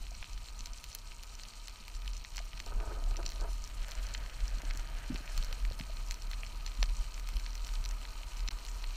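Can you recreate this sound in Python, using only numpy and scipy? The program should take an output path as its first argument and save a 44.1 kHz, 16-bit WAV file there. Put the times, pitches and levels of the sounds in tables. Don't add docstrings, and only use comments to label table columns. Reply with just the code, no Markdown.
import sys
import numpy as np
from scipy import signal
from scipy.fft import rfft, irfft, next_fast_len
from scipy.io import wavfile
from scipy.ndimage import uniform_filter1d

SR = 44100
rng = np.random.default_rng(int(sys.argv[2]) if len(sys.argv) > 2 else 0)


def invert_db(x):
    u = np.asarray(x, float) / 20
    return 10 ** u


def pcm_store(signal):
    levels = np.round(np.clip(np.atleast_2d(signal), -1, 1) * 32767)
    wavfile.write(sys.argv[1], SR, levels.astype(np.int16).T)


N = 395129

# (time [s], peak [dB], centre [Hz], top above 7 kHz [dB re peak], body under 3 kHz [dB re peak])
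NEAREST_SNAPS = [(0.2274, -41.5, 3130, -26, 8.5), (0.6068, -31.5, 5330, -30, -18),
                 (0.6586, -28, 4340, -10, -21), (0.95, -29, 5270, 3, -11), (1.6822, -31.5, 3460, -7, -13),
                 (2.078, -27.5, 3100, -13, -23), (2.369, -26, 5940, -15, -28),
                 (2.3806, -29.5, 4150, -10, -1.5), (2.6016, -27.5, 4400, -16, -4.5),
                 (3.263, -21, 4400, -20, -29), (3.918, -30, 3050, -7, -17), (4.1398, -27, 6900, -18, -25),
                 (4.149, -28, 2960, -20, -6), (4.7093, -31, 3670, -22, -1), (5.4266, -30.5, 3780, -15, -11),
                 (5.5276, -30.5, 3840, -8, -4), (6.11, -22, 5370, -14, -14.5),
                 (6.4334, -46.5, 3050, -21.5, 13.5), (6.6635, -28.5, 4300, -12, -11),
                 (6.8286, -18.5, 4370, -17, -3), (7.8519, -27.5, 4990, -25, -24),
                 (7.8588, -29.5, 3900, -8, -9), (8.4862, -25.5, 3760, -19, -10),
                 (8.5081, -31, 3050, -12, -14)]
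# (time [s], peak [dB], centre [Hz])
SNAPS_IN_VIEW = [(0.3773, -38.5, 3500), (0.841, -31.5, 4570), (1.2347, -35, 4570), (1.881, -36, 4760),
                 (2.3604, -36, 4450), (3.3056, -38, 5410), (3.3198, -33.5, 4200), (3.8834, -36.5, 6100),
                 (3.8907, -37.5, 4030), (4.6188, -36.5, 5580), (4.7735, -32.5, 6500), (5.3775, -28.5, 5150),
                 (5.4366, -34, 5620), (5.4465, -33.5, 4800), (5.7917, -37.5, 5070), (6.121, -34, 4750),
                 (6.1425, -35, 5350), (6.3138, -34, 3880), (6.8396, -37.5, 3000), (7.1972, -39, 5640),
                 (7.2888, -33.5, 4600), (7.368, -33, 3330), (7.398, -34.5, 4170), (7.5536, -34, 5440),
                 (7.6696, -34, 4270), (7.738, -35, 4440), (7.9108, -34.5, 6100), (8.371, -39, 5170),
                 (8.6507, -35, 3880), (8.823, -38.5, 5050)]
# (time [s], peak [dB], centre [Hz])
SNAPS_IN_ROCK = [(0.2431, -36.5, 3670), (1.119, -40.5, 3220), (2.0598, -41, 3990), (2.2486, -33.5, 4000),
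                 (2.3908, -34, 5300), (2.5325, -39, 3440), (2.8018, -38.5, 3750), (3.1593, -38.5, 3210),
                 (3.846, -37, 3900), (4.262, -40, 3770), (4.2973, -39, 3330), (4.7016, -39, 3460),
                 (5.1589, -34, 3800), (5.2775, -37, 2950), (5.651, -34.5, 4150), (5.7982, -33, 3740),
                 (5.811, -35, 3220), (5.9702, -38, 3950), (6.333, -35.5, 3820), (6.465, -36, 5100),
                 (6.677, -38, 4390), (7.042, -41, 4230), (7.1785, -39, 3830), (7.4633, -32.5, 3400),
                 (7.69, -38.5, 3430), (8.0525, -35.5, 2810), (8.2332, -38, 3020), (8.5875, -39, 3960),
                 (8.686, -37, 5730), (8.8409, -32, 2940)]
# (time [s], peak [dB], centre [Hz])
SNAPS_IN_WEED = [(0.3322, -36, 5200), (0.5917, -34.5, 6100), (0.734, -33.5, 5820), (0.7844, -37, 4400),
                 (0.9288, -35, 4800), (1.397, -34, 3300), (1.435, -32.5, 4270), (1.6734, -33, 5500),
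                 (2.134, -34, 5170), (2.1676, -33, 5600), (2.242, -36, 5460), (3.1103, -36, 4400),
                 (3.1684, -30, 5390), (3.254, -35, 4670), (3.2912, -30, 5200), (3.6406, -31, 5900),
                 (3.9524, -32.5, 5900), (4.0678, -34, 5600), (4.0883, -35.5, 3800), (4.1778, -33.5, 6140),
                 (4.4802, -31, 5660), (4.5844, -37, 4240), (5.1767, -40, 6600), (6.2211, -32.5, 4250),
                 (6.8591, -35, 5340), (7.143, -33.5, 5600), (7.5314, -36, 4600), (7.6472, -32, 5670),
                 (7.7547, -31.5, 3360), (8.4776, -29, 3980)]
# (time [s], peak [dB], centre [Hz])
FAR_ROCK_SNAPS = [(0.068, -37.5, 3610), (0.1502, -37, 4000), (0.4858, -37, 4000), (0.671, -36, 4150),
                  (0.917, -37, 4530), (1.4522, -39.0, 3730), (1.5367, -40, 4320), (1.6963, -38, 4670),
                  (1.7588, -37.5, 3620), (1.9493, -39, 4690), (1.9656, -42, 4210), (2.02, -39.5, 3530),
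                  (2.0472, -41, 4680), (2.2559, -42, 4290), (2.3384, -44, 4440), (2.348, -39, 3590),
                  (2.5756, -34.5, 4000), (2.594, -37, 3860), (3.173, -37.5, 4340), (3.2296, -36.5, 3620),
                  (3.279, -35, 4450), (3.301, -37, 3740), (3.333, -42, 4350), (3.3596, -37, 4370),
                  (4.055, -43, 4260), (4.4054, -35, 3970), (4.6516, -37, 4670), (4.7501, -42, 4080),
                  (4.874, -38.0, 4090), (4.951, -41, 3140), (4.9802, -47, 4180), (5.1637, -38, 2630),
                  (5.2582, -40, 4360), (5.365, -40, 3690), (5.3691, -37, 4710), (5.7015, -37.5, 4220),
                  (5.7215, -38, 3880), (5.7959, -49, 4140), (5.8367, -38, 3410), (5.9515, -47, 4420),
                  (6.448, -40, 2920), (6.7178, -39, 3100), (6.751, -38, 3560), (6.7731, -42, 4350),
                  (6.8396, -41, 4300), (6.891, -37, 3930), (6.897, -37.5, 3430), (7.0781, -44, 3840),
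                  (7.2737, -35, 4010), (7.3386, -37, 4500), (7.578, -38.0, 4720), (7.665, -39, 4690),
                  (7.9208, -44, 4670), (8.3938, -36, 4450), (8.4054, -35.5, 4180), (8.5067, -37.0, 3220),
                  (8.513, -35, 3920), (8.6575, -40, 4110), (8.6646, -33.5, 4460), (8.9076, -37, 3610)]
# (time [s], peak [dB], centre [Hz])
FAR_WEED_SNAPS = [(0.1081, -37, 5840), (0.7766, -41, 5800), (0.9873, -36, 4860), (1.0745, -38.5, 4910),
                  (1.2291, -36, 5190), (1.269, -42, 5720), (1.3521, -39.5, 6620), (1.4854, -35.5, 5130),
                  (2.1491, -44, 5610), (2.1747, -42, 5040), (2.1781, -38, 5810), (2.4541, -41, 5200),
                  (2.4777, -44, 5410), (2.6624, -35, 5400), (3.0396, -37.5, 5490), (3.261, -34, 6260),
                  (3.41, -32.5, 5400), (3.5198, -44, 6060), (3.531, -39.5, 7160), (3.6205, -41, 5730),
                  (3.6477, -37.0, 5400), (3.6756, -35, 5220), (3.8287, -39, 5370), (3.9111, -37, 5960),
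                  (4.0303, -38, 5330), (4.4548, -37, 5860), (4.4723, -46, 5270), (4.6674, -45, 6700),
                  (4.736, -36, 5660), (4.7584, -41, 5460), (4.7961, -37, 6020), (4.9861, -38, 5900),
                  (5.039, -46, 5740), (5.1295, -42, 5640), (5.1437, -39, 5550), (5.1822, -38.5, 5600),
                  (5.2979, -41, 5930), (5.3026, -42, 5830), (5.3203, -40, 5220), (5.3455, -47, 4790),
                  (5.7327, -40, 5580), (6.0029, -45.5, 5490), (6.0648, -41, 6000), (6.0754, -41, 6670),
                  (6.0863, -36, 5200), (6.1043, -38, 5460), (6.2713, -40, 4990), (6.9509, -38.0, 6010),
                  (6.9682, -34.5, 6820), (6.9913, -38.0, 5900), (7.1975, -38, 6330), (7.5057, -39, 4820),
                  (7.558, -49, 6490), (7.6789, -35, 6130), (7.8409, -33, 5160), (7.8903, -34, 6760),
                  (8.1063, -37, 4980), (8.369, -39, 5300), (8.7154, -37, 5750), (8.745, -40, 4890)]
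# (time [s], level [dB], half length [s])
WATER_PUSHES = [(0.1, -43, 0.036), (0.36, -40, 0.083), (0.579, -44, 0.019), (0.718, -41, 0.021),
                (1.4, -47, 0.025), (1.961, -37, 0.014), (2.09, -36, 0.093), (2.443, -40, 0.023),
                (2.76, -33, 0.1), (3.1, -31, 0.12), (3.244, -41, 0.044), (3.44, -31.5, 0.11),
                (3.811, -31, 0.019), (4.229, -38, 0.051), (4.428, -27, 0.03), (4.538, -34, 0.026),
                (4.677, -34, 0.1), (4.81, -39, 0.056), (4.94, -37, 0.06), (5.139, -37, 0.028),
                (5.395, -29, 0.029), (5.666, -29.5, 0.045), (6.82, -26, 0.035), (6.916, -25, 0.034),
                (7.008, -29.5, 0.026), (7.36, -27, 0.065), (7.785, -35.5, 0.26), (8.44, -32, 0.041),
                (8.544, -33, 0.026), (8.88, -36, 0.03)]
# (time [s], depth [dB])
ROCKING_STALLS = [(0.272, -20), (0.467, -36), (0.68, 0), (0.821, -20), (0.927, -27), (1.161, -10),
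                  (1.311, -2), (1.367, 2), (1.508, -33), (1.785, -5), (1.875, -8), (2.249, -16), (2.408, 3),
                  (2.519, -23), (2.637, -17), (2.714, -4), (2.844, -18), (3.188, -2), (3.324, -9),
                  (3.488, -8), (3.72, -3), (3.939, -6), (3.984, 6), (4.299, -6), (4.382, -12), (4.481, -3),
                  (4.628, -9), (4.757, -7), (4.991, -8), (5.075, -8), (5.265, -11), (5.442, -3), (5.59, -6),
                  (5.746, -1), (5.819, -14), (5.884, -6), (6.186, -15), (6.415, -8), (6.508, -7),
                  (6.649, -6), (6.753, -6), (6.871, -3), (6.955, -8), (7.041, -12), (7.12, -19),
                  (7.272, -1), (7.333, -13), (7.404, -16), (7.465, -7), (7.678, -17), (7.85, -3),
                  (7.984, -8), (8.057, -6), (8.132, -14), (8.24, -11), (8.304, -20), (8.506, -10),
                  (8.583, -15), (8.646, -18), (8.796, -6)]
# (time [s], current over the calm start [dB], nearness of the colony [dB])
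WATER_FLOW = [
    (0.0, 5, -57),
    (1.8, -3, -57.5),
    (2.75, 7.5, -58),
    (3.4, 8, -57),
    (3.7, 6, -57),
    (4.9, 7, -57.5),
    (5.5, 6.5, -56),
    (6.0, 5, -57),
    (7.0, 4, -56.5),
    (8.96, -1.5, -56),
]
# (frequency [Hz], level [dB])
SURGE_COLOUR = [(15, 0.5), (27, 6), (50, 0), (72, -7.5), (100, -12.5), (160, -22), (300, -27.5),
                (600, -52.5)]
# (frequency [Hz], level [dB])
RUSTLE_COLOUR = [(100, 7.5), (250, 0.5), (600, -1), (1200, 0), (2000, -5), (3500, -15), (6000, -25.5)]
# (time [s], level [dB], half length [s])
GLOVE_PRESSES = [(2.672, -60, 0.01), (2.725, -57, 0.015), (2.81, -53, 0.028), (2.85, -57, 0.013),
                 (2.882, -57, 0.0086), (2.917, -45, 0.018), (2.99, -54, 0.043), (3.075, -65, 0.013),
                 (3.115, -50, 0.0082), (3.152, -56, 0.012), (3.195, -48, 0.022), (3.41, -54, 0.014),
                 (3.446, -49.5, 0.022), (3.495, -72, 0.015)]
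# (frequency [Hz], level [dB])
GLOVE_COLOUR = [(150, -37), (300, 16.5), (700, 10.5), (1100, 0), (1600, 4), (2000, -12), (4000, -53)]
# (time [s], peak [dB], upper
# edge [Hz], time to fall 60 dB [s])
HANDLE_KNOCKS = [(2.535, -51, 250, 0.12), (5.099, -28, 330, 0.084), (5.145, -35, 400, 0.12),
                 (5.203, -45, 330, 0.052), (5.71, -40, 140, 0.1), (5.803, -35, 260, 0.08),
                 (6.788, -41.5, 330, 0.1), (6.828, -34, 1300, 0.02), (7.327, -48, 405, 0.011),
                 (1.8, -52, 250, 0.087), (0.6, -52, 290, 0.14), (4.633, -45, 380, 0.044),
                 (4.745, -46, 300, 0.054), (5.114, -36, 240, 0.06), (4.57, -49.5, 350, .05),
                 (1.045, -54, 130, .08)]
# (time [s], peak [dB], pitch [Hz], time to fall 60 dB [s])
SHELL_TAPS = [(0.116, -52, 685, 0.035), (2.402, -50, 683, 0.037), (2.666, -48.5, 696, 0.035),
              (3.187, -47, 670, 0.058), (3.2, -51, 660, 0.04), (4.534, -56, 680, 0.04),
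              (8.21, -54, 660, 0.037), (2.93, -51, 420, 0.05), (5.58, -55, 500, 0.018),
              (5.511, -49.5, 546, 0.026), (5.711, -40.5, 540, 0.012), (5.897, -51, 650, 0.04),
              (5.794, -53, 660, 0.033), (4.633, -52, 660, 0.03), (3.073, -51, 710, 0.04),
              (3.44, -50, 960, 0.04)]
# (time [s], level [dB])
WEED_BRUSH = [
    (3.65, -67),
    (3.85, -56),
    (4.3, -57.5),
    (4.6, -55),
    (5.0, -56.5),
    (5.45, -57),
    (5.62, -63),
    (5.9, -67),
]
# (frequency [Hz], level [dB])
WEED_COLOUR = [(300, -13), (600, 3.5), (1000, -7.5), (1600, 3), (2300, -4.5), (3200, -7), (5000, -33)]
# (frequency [Hz], level [dB])
COLONY_COLOUR = [(500, -22), (1200, -9), (2200, 0.5), (4500, 5), (7000, 2.5), (9000, -5.5), (11000, -16.5),
                 (15000, -20.5), (17000, -50)]
# (frequency [Hz], rms level [dB])
WHINE_LINES = [(8500, -86), (8525, -81), (8550, -83), (8575, -88), (8625, -81), (8650, -86), (8675, -89)]
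# (frequency [Hz], width [Hz], boost [dB])
HOUSING_MODES = [(241, 41, -6), (426, 14, -9), (667, 67, -1.5), (957, 81, 4), (1253, 82, 6), (1517, 48, -2),
                 (2497, 470, 3.5), (3050, 190, 2.5), (4230, 390, 3), (5730, 570, -3), (7950, 98, -35),
                 (14500, 9800, 6)]
# (low [Hz], high [Hz], side against middle [dB], rarity [spreads], pull of a snap [1])
STEREO_PARTING = [(60, 1200, -17, 2.0, 0), (1200, 4600, -13, 2.0, 0), (4600, 7500, -9, 1.7, 2.5),
                  (7500, 10200, -6, 1.0, 2.5), (10200, 12500, -6, .2, 1.5), (12500, 15200, -6, .2, 1.5)]
# (start [s], end [s])
DROPOUT = (8.4915, 8.5045)


def in_time(rows):
    s, *columns = np.transpose(rows)
    return [np.interp(np.arange(N) / SR, s, column) for column in columns]


def rms_one(x):
    return x / np.sqrt(np.mean(x ** 2) + 1e-20)


def colour(x, spectrum):
    hz, db = np.transpose(spectrum)
    size = next_fast_len(N)
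    log_hz = np.log(np.arange(size // 2 + 1) * SR / size + 1)
    gain = invert_db(np.interp(log_hz, np.log(hz), db))
    return irfft(rfft(x, size) * gain, size)[:N]


def drift(rate):
    step = 40
    r = np.exp(-2 * step * np.pi * rate / SR)
    noise = rng.standard_normal(N // step + 2002)
    slow = signal.lfilter([1], [1, -2 * r, r * r], noise)[2000:]
    return np.interp(np.arange(N) / step, np.arange(len(slow)), rms_one(slow))


def resonance(x, hz, width_hz):
    r = np.exp(-np.pi * width_hz / SR)
    poles = [1, -2 * r * np.cos(2 * np.pi * hz / SR), r * r]
    return signal.lfilter([(1 - r * r) / 2, 0, (r * r - 1) / 2], poles, x)


def housing(x, direct=0.78):
    ringing = sum(invert_db(db) * resonance(x, hz, width_hz) for hz, width_hz, db in HOUSING_MODES)
    return direct * x + ringing


def bandpass(x, order, low_hz, high_hz):
    return signal.sosfilt(signal.butter(order, [low_hz, high_hz], "band", fs=SR, output="sos"), x)


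def add(out, s, burst):
    i = round(s * SR)
    out[i:i + len(burst)] += burst[:N - i]


def grains(per_s, spread_db, cap=4):
    sizes = invert_db(spread_db * np.minimum(rng.exponential(1, N), cap))
    signs = rng.choice([-1, 1], N)
    return sizes * signs * (rng.random(N) < per_s / SR)


def swells(rows):
    out = np.zeros(N)
    for s, db, half_s in rows:
        t = np.arange(-3 * half_s, 3 * half_s, 1 / SR)
        t = t[t + s > 0]
        add(out, s + t[0], invert_db(db) * np.exp(-(t / half_s) ** 2))
    return out


def near_snaps(crack_s=0.00041, tail_s=0.0039, tail_db=-14, breadth=0.98, jet_s=0.0041, jet_db=-17):
    # sharp top dB, dull body dB
    groups = [(SNAPS_IN_VIEW, (-5.5, -9)), (SNAPS_IN_ROCK, (-24, -4)), (SNAPS_IN_WEED, (-17.5, -18)),
              (FAR_ROCK_SNAPS, (-15, -13)), (FAR_WEED_SNAPS, (-12, -34))]
    snaps = list(NEAREST_SNAPS)
    for rows, tone_db in groups:
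        for row in rows:
            snaps.append((*row, *(tone_db + rng.normal(0, 3, 2))))

    out, lead = np.zeros(N), 140
    t = (np.arange(740) - lead) / SR
    jet = invert_db(jet_db) * np.exp(-np.abs(t) / jet_s)
    crack_and_tail = np.exp(-np.abs(t) / crack_s) + invert_db(tail_db) * np.exp(-np.abs(t) / tail_s)
    shape = np.where(t < 0, jet, crack_and_tail)
    bursts = 0.59 * rng.standard_normal((len(snaps), len(t))) * shape
    bursts[:, lead] -= 3

    rings = signal.sosfilt(signal.butter(6, 6900, fs=SR, output="sos"), housing(bursts, direct=0.48))
    edges = bandpass(bursts, 2, 7000, 14500)
    thumps = bandpass(bursts + 0.14 * rings, 2, 1750, 3200)
    booms = -bandpass(bursts + 0.5 * rings, 2, 700, 1750)
    for snap, ring, edge, thump, boom in zip(snaps, rings, edges, thumps, booms):
        s, db, hz, top_db, low_db = snap
        body = resonance(resonance(ring, hz, breadth * hz), hz, breadth * hz)
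        parts = [(body, 0), (edge, top_db), (thump, low_db + 0.11), (boom, low_db - 10)]
        mixed = sum(invert_db(part_db) * part / np.abs(part).max() for part, part_db in parts)
        add(out, s - lead / SR, invert_db(db) * mixed)
    return out


def rocking(current_db):
    t = np.arange(N) / SR
    rest_db = -49 + 0.49 * current_db + 1.4 * t
    coarse_t, stall_s = t[::64], 0.02
    stall_db = sum(db * np.exp(-((coarse_t - s) / stall_s) ** 2) for s, db in ROCKING_STALLS)
    moving_db = 10 * np.log10(invert_db(rest_db) ** 2 + swells(WATER_PUSHES) ** 2)
    return moving_db + np.interp(t, coarse_t, stall_db)


def sway(sway_db, centre_hz=37, wobble=0.0914):
    level = invert_db(sway_db + 1.68 * drift(29.4))
    hz = centre_hz * (1 + wobble * drift(7.2))
    return level * np.sqrt(2) * np.sin(2 * np.pi * np.cumsum(hz) / SR)


def flow(sway_db, surge_db, rustle_db, follow=0.17):
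    lumps_db = follow * (sway_db - uniform_filter1d(sway_db, size=SR)) + 1.6 * drift(19)
    surge = invert_db(lumps_db) * colour(rng.standard_normal(N), SURGE_COLOUR)
    wash = invert_db(1.07 * drift(26)) * rng.standard_normal(N)
    rustle = wash + 0.35 * rms_one(grains(300, spread_db=5, cap=1.13))
    rustle = rms_one(colour(housing(rustle), RUSTLE_COLOUR))
    return invert_db(surge_db + 10) * rms_one(surge) + invert_db(rustle_db + 1) * rustle


def rub(start_s=2.68, end_s=3.49, slide_db=-57.5, attack_db_per_s=184, release_db_per_s=263):
    t = np.arange(N) / SR
    fade_db = np.maximum(attack_db_per_s * (start_s - t), release_db_per_s * (t - end_s))
    presses = swells(GLOVE_PRESSES)
    level = invert_db(slide_db - np.maximum(fade_db, 0)) + presses
    wall = housing(grains(450, spread_db=2, cap=2.4) * invert_db(2.2 * drift(29)))
    sound = level * rms_one(colour(wall + 0.86 * housing(wall), GLOVE_COLOUR))
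    pressed = presses / level * (1 + 2.4 * np.clip(t - start_s, 0, 1))
    return sound + invert_db(-17) * pressed * resonance(sound, 1200, 800)


def knocks(contact=0.38):
    out, t = np.zeros(N), np.arange(SR // 8) / SR
    noises = rng.standard_normal((len(HANDLE_KNOCKS), len(t)))
    for (s, db, hz, t60), noise in zip(HANDLE_KNOCKS, noises):
        blow = contact * np.sqrt(t60 * SR) * (t == 0)
        puff = bandpass(blow + noise * invert_db(-60 * t / max(t60, 0.01)), 6, 0.237 * hz, hz)
        puff = puff + 0.5 * resonance(puff, 0.66 * hz, 0.28 * hz)
        add(out, s, invert_db(db) * puff / np.abs(puff).max())
    return out


def taps(rise_s=0.0007):
    out, t = np.zeros(N), np.arange(SR // 8) / SR
    for s, db, hz, t60 in SHELL_TAPS:
        level = invert_db(db + 9 - 60 * t / max(t60, 0.01)) * (1 - np.exp(-t / rise_s))
        add(out, s, level * np.sin(2 * np.pi * hz * t))
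    return out


def brush():
    before, after = (WEED_BRUSH[0][0] - 0.1, -100), (WEED_BRUSH[-1][0] + 0.11, -100)
    db, = in_time([before, *WEED_BRUSH, after])
    flutter_db = 1.6 * drift(47) + 0.7 * drift(8.1)
    scrapes = housing(grains(1800, spread_db=4.5, cap=2.4), direct=2.9)
    return invert_db(db + flutter_db) * rms_one(colour(scrapes, WEED_COLOUR))


def colony(colony_db, per_s=260, spread_db=3, blur_db=-2.5, swell_db=2, top_swell_db=5):
    ticks = grains(per_s * invert_db(4 * drift(12)), spread_db, cap=1.23)
    scatter = rng.standard_normal(130) * np.exp(-np.arange(130) / 30) * 2.24
    ticks = ticks + signal.fftconvolve(ticks, scatter)[:N]

    pitches = np.geomspace(1800, 14000, 9)
    choice = rng.integers(0, len(pitches), N // 64 + 1).repeat(64)[:N]
    coloured = np.zeros(N)
    for k, hz in enumerate(pitches):
        chosen = ticks * (choice == k) + 1e-18
        coloured += resonance(resonance(chosen, hz, hz), hz, hz) / hz ** 0.38

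    hiss = rng.standard_normal(N)
    blur = hiss.copy()
    for hz in (8000, 10500, 13500):
        blur += (invert_db(top_swell_db * drift(25)) - 1) * resonance(hiss, hz, 0.15 * hz)
    blur = invert_db(blur_db + swell_db * drift(20.5)) * blur
    crackle = housing(0.6 * rms_one(coloured) + blur)
    return invert_db(colony_db) * rms_one(colour(crackle, COLONY_COLOUR))


def whine():
    t = np.arange(N) / SR
    return sum(invert_db(db) * np.sqrt(2) * np.sin(2 * np.pi * (hz * t + rng.random())) for hz, db in WHINE_LINES)


def scene():
    current_db, colony_db = in_time(WATER_FLOW)
    sway_db = rocking(current_db)
    surge_db = -61 + 1.21 * current_db
    rustle_db = -61 + 0.032 * current_db + 0.6472 * np.arange(N) / SR
    water = sway(sway_db) + flow(sway_db, surge_db, rustle_db)
    handling = rub() + brush() + knocks() + taps()
    steady = water + handling + colony(colony_db + 0.5) + whine()
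    steady = signal.sosfilt(signal.ellip(10, 1, 60, 15350, fs=SR, output="sos"), steady)
    snaps = signal.sosfilt(signal.cheby2(12, 60, 16800, fs=SR, output="sos"), near_snaps())
    return np.stack([steady + snaps, steady + snaps])


def low_pass(x):
    return signal.sosfilt(signal.butter(12, 16510, fs=SR, output="sos"), x)


def record(dry):
    t = np.arange(N) / SR
    start_s, end_s = DROPOUT
    outside_s = np.maximum(start_s - t, (t - end_s) / 4)
    mono = dry[0] * np.clip(outside_s / 0.0016, 0.012, 1)
    side, shared = np.zeros(N), drift(4.45)
    for low_hz, high_hz, db, rarity, on_snaps in STEREO_PARTING:
        power = uniform_filter1d(bandpass(mono, 6, low_hz, high_hz) ** 2, size=128)
        level = np.sqrt(np.abs(power))
        loudness = np.log(uniform_filter1d(level ** 2, size=1024) + 1e-14)
        surprise = loudness - uniform_filter1d(loudness, size=22050)
        patch = shared + 0.6 * drift(12) + on_snaps * surprise > rarity
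        opening = uniform_filter1d(1.0 * patch, size=300)
        noise = rms_one(bandpass(rng.standard_normal(N), 6, low_hz, high_hz))
        side += invert_db(db) * noise * level * opening
    return low_pass(np.stack([mono + side, mono - side]))


dry = scene()
out = record(dry)
pcm_store(out)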